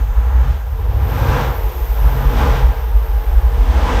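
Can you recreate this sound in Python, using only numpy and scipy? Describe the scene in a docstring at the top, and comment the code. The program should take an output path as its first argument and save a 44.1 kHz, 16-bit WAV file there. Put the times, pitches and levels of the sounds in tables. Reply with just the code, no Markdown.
"""Gusty wind at a forest edge. From the start, air tumbling round the microphone makes a deep rumble,
and the firs give a soft sough. Near 1 s a faint far drone comes up, and a bush cricket's wing strokes
swell into a very high, thin trill in the grass. Gusts peak near 1.3 s and 2.4 s, each with buffeting,
a low moan and a hollow rush that brightens at the crest. The cricket fades, the rumble throbs on,
and a last gust rises just before 4 s, with a brief, narrow band of noise near 1 kHz in it."""
import sys
import numpy as np
from scipy import signal
from scipy.fft import rfft, irfft
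from scipy.io import wavfile
from scipy.ndimage import uniform_filter1d, minimum_filter1d, map_coordinates

SR = 44100
rng = np.random.default_rng(int(sys.argv[2]) if len(sys.argv) > 2 else 0)


def transcribe(u):
    """Save the signal u as a 16-bit wav file named by the first command-line argument.

    u: samples, shape (n,) or (channels, n), limited to [-1, 1]; the rate is SR.
    q: integer samples, one column per channel.
    """
    v = np.clip(np.atleast_2d(u).T, -1, 1)
    q = np.round(v * 32767).astype(np.int16)
    wavfile.write(sys.argv[1], SR, q)


N = 176400

# Fader rides, ahead of any trim in the functions: (time [s], level [dB])
DRONE_LEVEL = [(0, -59), (.5, -57), (.8, -39), (1.6, -33), (2.4, -45), (3.1, -38.5), (4, -36)]
SOUGH_LEVEL = [(0, -54), (.16, -41), (.33, -40), (.48, -41), (.65, -54), (1, -64)]
NEEDLE_LEVEL = [(0, -61.5), (1.0, -60), (1.18, -50), (1.42, -56), (1.55, -57), (2.1, -51), (2.9, -57.5),
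                (3.4, -53.5), (4, -53)]
NARROW_BAND_LEVEL = [(3.75, -68), (3.87, -26), (4, -35)]
CHORUS_LEVEL = [(0, -50.5), (.6, -52.5), (1.6, -44.5), (2.7, -50), (3.45, -47.5), (4, -53)]   # far crickets
INSECT_HISS_LEVEL = [(0, -57), (.5, -57.5), (1, -73), (1.8, -56), (2.8, -83), (4, -57)]
CRICKET_LEVEL = [(0, -59), (.45, -59), (.92, -54), (1.1, -42.5), (1.5, -44), (1.85, -42), (2.1, -41.5),
                 (2.45, -45), (2.72, -49), (3.25, -48.5), (3.5, -58), (4, -61)]   # the near cricket
RUSH_LEVEL = [(0.0, -34.5), (0.05, -39.5), (0.41, -33), (0.65, -40.5), (0.84, -39), (0.89, -36.5),
              (1.0, -35), (1.16, -27), (1.21, -27), (1.29, -21.5), (1.39, -21), (1.48, -25.5), (1.6, -33),
              (1.74, -37), (1.95, -34.5), (2.075, -29.5), (2.088, -26.5), (2.11, -30.5), (2.35, -26),
              (2.42, -21.5), (2.52, -23), (2.61, -26), (2.66, -30), (2.92, -37.5), (3.45, -34.5),
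              (3.65, -33), (3.79, -25.5), (3.87, -26.5), (3.895, -20), (3.93, -23), (4.0, -22.5)]   # strength of the gusts
BODY_LEVEL = [(0.0, -35), (0.03, -48.5), (0.48, -36), (0.65, -52.5), (1.28, -27.5), (1.43, -27),
              (1.55, -41.5), (1.95, -47), (2.03, -36.5), (2.47, -25.5), (2.8, -47), (3.45, -47),
              (3.58, -33.5), (4.0, -25)]   # low end of the rush
TREBLE_LEVEL = [(0, -47.5), (.12, -53), (.35, -51), (.5, -44), (.66, -53), (1.03, -45.5), (1.17, -39),
                (1.32, -34), (1.42, -33.5), (1.55, -43), (1.82, -45.5), (2.33, -39), (2.39, -33),
                (2.58, -35.5), (2.72, -44), (2.95, -48), (3.5, -46.5), (3.75, -37.5), (3.92, -32.5),
                (4, -32.5)]   # top end of the rush
BOOM_LEVEL = [(0.0, -16), (0.03, -14.5), (0.08, -24), (0.12, -5), (0.15, -30), (0.18, -10), (0.28, -16.5),
              (0.36, -11), (0.51, -12.5), (0.58, -23.5), (0.9, -17.5), (1.02, -16.5), (1.17, -23),
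              (1.31, -16), (1.41, -26), (1.48, -16.5), (1.54, -27), (1.69, -15.5), (1.73, -26.5),
              (1.82, -14.5), (1.85, -26), (1.92, -6), (1.95, -27), (2.02, -7), (2.18, -21.5), (2.28, -4.5),
              (2.34, -24), (2.39, -11.5), (2.56, -15), (2.58, -24.5), (2.65, -7), (2.74, -20.5),
              (2.88, -19.5), (2.96, -9.5), (3.02, -19), (3.17, -14.5), (3.25, -25), (3.33, -8),
              (3.385, -11), (3.42, -31), (3.465, 2), (3.51, -21.5), (3.6, -11), (3.69, -11.5), (3.72, -14),
              (3.85, -13), (3.9, -26), (3.97, -9.5), (4.0, -18)]
BUFFET_LEVEL = [(0, -26), (.2, -33), (.45, -25), (.58, -43), (.7, -29.5), (.9, -22), (1.03, -16.5),
                (1.15, -22), (1.28, -16), (1.45, -29.5), (1.6, -24), (1.75, -39.5), (1.95, -35),
                (2.07, -26), (2.25, -31), (2.4, -25), (2.55, -27), (2.72, -32.5), (3.1, -42.5), (3.4, -31),
                (3.58, -29.5), (3.75, -35), (3.9, -26.5), (4, -21)]
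MOAN_LEVEL = [(0, -39), (.25, -46), (.5, -23.5), (.6, -54), (1.05, -31.5), (1.28, -20.5), (1.48, -24),
              (1.6, -42.5), (1.95, -42.5), (2.04, -25.5), (2.22, -22), (2.4, -27.5), (2.55, -21),
              (2.65, -25.5), (2.76, -41.5), (4, -39.5)]

# Tone colour of each layer, as an EQ curve: (frequency [Hz], relative level [dB])
DRONE_EQ = [(330, -8.5), (450, 1.5), (620, -5.5), (850, -2.5), (1100, -6.5)]
SOUGH_EQ = [(900, -4), (1350, 3), (1700, -3), (2300, -12), (3800, -17.5)]
NEEDLE_EQ = [(3000, -16), (5000, 3.5), (7200, -2.5), (8800, 1.5), (10800, -3), (12000, -2.5)]
NARROW_BAND_EQ = [(870, 0.16), (1080, -2.2)]
CHORUS_EQ = [(11000, -18.5), (12100, -8.5), (12650, -1.5), (13300, -4), (13900, 3), (14600, -4),
             (15100, -6), (15700, -16)]   # cricket song blurred to a hiss
INSECT_HISS_EQ = [(5500, -10), (6300, 4), (6900, 0), (7600, -4)]
WING_EQ = [(11800, -14), (12350, -6), (12650, 1), (13100, 4), (13500, -4), (14100, 0), (14600, -5),
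           (15100, 0), (15700, -6)]   # what the cricket's wings radiate
LULL_EQ = [(330, -24), (390, -10.5), (470, -4), (620, -6.5), (830, -6), (1050, -8), (1300, -12.5),
           (1650, -11.5), (2100, -20), (2500, -23.5)]   # the rush between gusts
GUST_EQ = [(310, -11), (380, -11.5), (470, 2), (630, -3.5), (820, -3.5), (1000, -3), (1300, -6.5),
           (1650, -8), (2100, -16.5), (2500, -22)]   # the rush at a crest
BODY_EQ = [(150, -5.5), (175, 3), (255, 1.5), (320, -2.5), (380, -3.5)]
TREBLE_EQ = [(2100, 1.5), (2600, 1), (3300, -0.5), (3750, -3), (4200, -7.5), (5000, -8.5), (5900, -8.5),
             (7000, -15), (8800, -19), (11000, -25), (15000, -28)]
BOOM_EQ = [(15, -23), (30, -26), (40, -4), (49, 2.5), (57, 3), (68, -2.5), (85, -30), (130, -42)]
BUFFET_EQ = [(62, -8.5), (85, 6.5), (105, 3), (120, -12.5), (160, -23.5), (220, -37.5)]
MOAN_EQ = [(112, -11), (132, 0), (140, -4), (152, -22)]

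# Narrow resonances that make noise ring hollow: (frequency [Hz], width [Hz], lift [dB])
DRONE_PEAKS = [(357, 7.3, 18.6), (446, 17, 8.9), (475, 37, 4.3), (833, 44, 5.5)]
NARROW_BAND_PEAKS = [(995, 32, 8.7)]
RUSH_PEAKS = [(260, 33, 4), (350, 10, 3.5), (439.4, 9.5, 8.5), (480, 9.2, 6), (764, 9.4, 0), (808, 20, 7.5),
              (851, 32, 7.5), (931, 24, 4.5), (999, 19, 7.5), (1074, 7.2, 1.5), (1114, 26, 1.5),
              (1212, 21, 7), (1354, 24, 5), (1590, 5, 10), (1916, 8.8, 7), (2010, 13, 4.5)]

# Wandering centre of the boom: (time [s], frequency [Hz])
BOOM_PITCH = [(0, 50.8), (.25, 58.7), (.75, 58.1), (1.5, 46.77), (2.05, 49.57), (2.35, 47.4), (2.65, 50.62),
              (3.4, 49.93), (3.7, 58.8), (4, 56)]


def from_db(db):
    """Decibels to gain."""
    return 10 ** (np.asarray(db) / 20)


def unit_rms(x):
    """Scale to rms 1."""
    return x / np.sqrt(np.mean(x ** 2) + 1e-20)


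def ride(rows):
    """An automation curve: points joined by straight lines, one value per sample."""
    times, values = np.transpose(rows)
    return np.interp(np.arange(N) / SR, times, values)


def fader(rows, trim_db=0):
    """Gain per sample from a level ride plus a trim."""
    return from_db(ride(rows) + trim_db)


def drift(rate_hz):
    """Smooth random modulation of rms 1, rolling off above the given rate."""
    hop, run_in = 40, 2000
    pole = np.exp(-2 * np.pi * hop * rate_hz / SR)
    white = rng.standard_normal(N // hop + run_in + 2)
    slow = signal.lfilter([1], [1, -2 * pole, pole * pole], white)[run_in:]
    return np.interp(np.arange(N) / hop, np.arange(len(slow)), unit_rms(slow))


def equalise(x, eq, peaks=()):
    """Shape a sound with an EQ curve and resonant peaks, falling steeply past the curve's ends; rms 1."""
    hz = np.maximum(np.arange(N // 2 + 1) * SR / N, 1)
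    eq_hz, eq_db = np.transpose(eq)
    db = np.interp(np.log(hz), np.log(eq_hz), eq_db)
    for centre, width, lift in peaks:
        db = db + lift / (1 + (2 * (hz - centre) / width) ** 2)
    roll_off = np.minimum(1, np.minimum(hz / eq_hz[0], eq_hz[-1] / hz)) ** 4
    return unit_rms(irfft(rfft(x) * from_db(db) * roll_off, N))


def noise(eq, peaks=()):
    """Noise of a given colour; rms 1."""
    return equalise(rng.standard_normal(N), eq, peaks)


def far_drone():
    """A faint hollow bed, perhaps of distant traffic."""
    return fader(DRONE_LEVEL) * noise(DRONE_EQ, DRONE_PEAKS)


def far_insects():
    """Distant crickets blur into a high sheen, with a thinner insect hiss pitched below it."""
    chorus = fader(CHORUS_LEVEL) * noise(CHORUS_EQ)
    return chorus + fader(INSECT_HISS_LEVEL) * noise(INSECT_HISS_EQ)


def firs():
    """Wind soughs through the firs and hisses in their needles."""
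    sough = fader(SOUGH_LEVEL) * noise(SOUGH_EQ)
    needles = fader(NEEDLE_LEVEL) * noise(NEEDLE_EQ)
    return sough + needles


def narrow_band():
    """A brief, narrow band of noise near 1 kHz in the last gust."""
    return fader(NARROW_BAND_LEVEL) * noise(NARROW_BAND_EQ, NARROW_BAND_PEAKS)


def bush_cricket(strokes_per_s=99.9, pitch_hz=13450, sweep_hz_per_s=-1450000):
    """Nearly even wing strokes, each a tiny falling chirp with a short tail scattered by the plants."""
    half_length_s, scatter_decay_s, scatter_db = 0.00071, 0.0066, -8
    jitter_hz, jitter_db, rate_wander = 60, 0.7, 0.004
    cycle = np.cumsum(strokes_per_s * (1 + rate_wander * drift(rate_hz=0.7))) / SR
    stroke = cycle.astype(int)
    t = (cycle % 1 - 0.5) / strokes_per_s   # zero at mid-stroke
    pitch_jitter, level_jitter = rng.standard_normal((stroke[-1] + 1, 2))[stroke].T
    turns = (pitch_hz + jitter_hz * pitch_jitter) * t + sweep_hz_per_s * t ** 2 / 2
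    envelope = from_db(jitter_db * level_jitter) * np.exp(-(t / half_length_s) ** 2 / 2)
    trill = equalise(envelope * np.sin(2 * np.pi * turns), WING_EQ)
    since_stroke_s = (cycle - 0.5) % 1 / strokes_per_s
    scatter = unit_rms(np.exp(-since_stroke_s / scatter_decay_s) * noise(CHORUS_EQ))
    return fader(CRICKET_LEVEL) * (trill + from_db(scatter_db) * scatter)


def gust_rush(lull_db=-35, crest_db=-22.5, flutter_hz=180):
    """The hollow rush turns fuller and more turbulent as a gust rises; body and treble swell with it."""
    level_db = ride(RUSH_LEVEL)
    force = np.clip((level_db - lull_db) / (crest_db - lull_db), 0, 1)
    lull = from_db(1.5) * noise(LULL_EQ, RUSH_PEAKS)
    gust_peaks = [(hz, width, 0.99 * lift) for hz, width, lift in RUSH_PEAKS]
    flutter_db = drift(flutter_hz)
    gust = from_db(0.77 + flutter_db) * noise(GUST_EQ, gust_peaks)
    mids = from_db(level_db) * (np.sqrt(1 - force) * lull + np.sqrt(force) * gust)   # equal-power blend
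    body = fader(BODY_LEVEL, trim_db=-1) * noise(BODY_EQ, RUSH_PEAKS)
    treble_flutter_db = 0.5 * drift(flutter_hz)
    treble = fader(TREBLE_LEVEL, trim_db=0.5 + treble_flutter_db) * noise(TREBLE_EQ)
    return body + mids + treble


def eddies(eq, smoothing_s=0.096):
    """Low turbulence: noise with its slow swings levelled, so it keeps near its mean strength."""
    swirl = noise(eq)
    power = uniform_filter1d(np.abs(signal.hilbert(swirl)) ** 2, int(smoothing_s * SR))
    return unit_rms(swirl / np.sqrt(power + 1e-9))


def microphone_rumble(centre_hz=52, boom_band_hz=(24, 79), fader_cap_db=-6.5):
    """Air tumbling round the microphone: a deep throbbing boom, a faster buffeting and a low moan."""
    position = np.cumsum(ride(BOOM_PITCH) / centre_hz)   # varispeed bends the boom's pitch
    boom = map_coordinates(eddies(BOOM_EQ), [position], order=1, mode="wrap")
    boom *= np.minimum(fader(BOOM_LEVEL, trim_db=2.5), from_db(fader_cap_db))
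    band_pass = signal.butter(3, boom_band_hz, "band", fs=SR, output="sos")
    boom = signal.sosfiltfilt(band_pass, boom, padlen=SR // 10, padtype="even")
    buffeting = fader(BUFFET_LEVEL) * eddies(BUFFET_EQ)
    moan = fader(MOAN_LEVEL) * eddies(MOAN_EQ)
    return boom + buffeting + moan


def scene():
    """Wind, firs, far drone and insects, mixed in mono."""
    wind = microphone_rumble() + gust_rush() + narrow_band()
    return (wind + firs() + far_drone() + bush_cricket() + far_insects())[None]


def record(dry):
    """A gentle limiter eases the level down round the highest peaks; a steep filter cuts the top."""
    ceiling, window_s, cutoff_hz = 0.93, 0.03, 15720
    window = int(window_s * SR)
    gain = ceiling / np.maximum(np.abs(dry), ceiling)
    gain = uniform_filter1d(minimum_filter1d(gain, window), window)
    high_cut = signal.ellip(12, 0.1, 90, cutoff_hz, fs=SR, output="sos")
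    return signal.sosfilt(high_cut, dry * gain)


dry = scene()
out = record(dry)
transcribe(out)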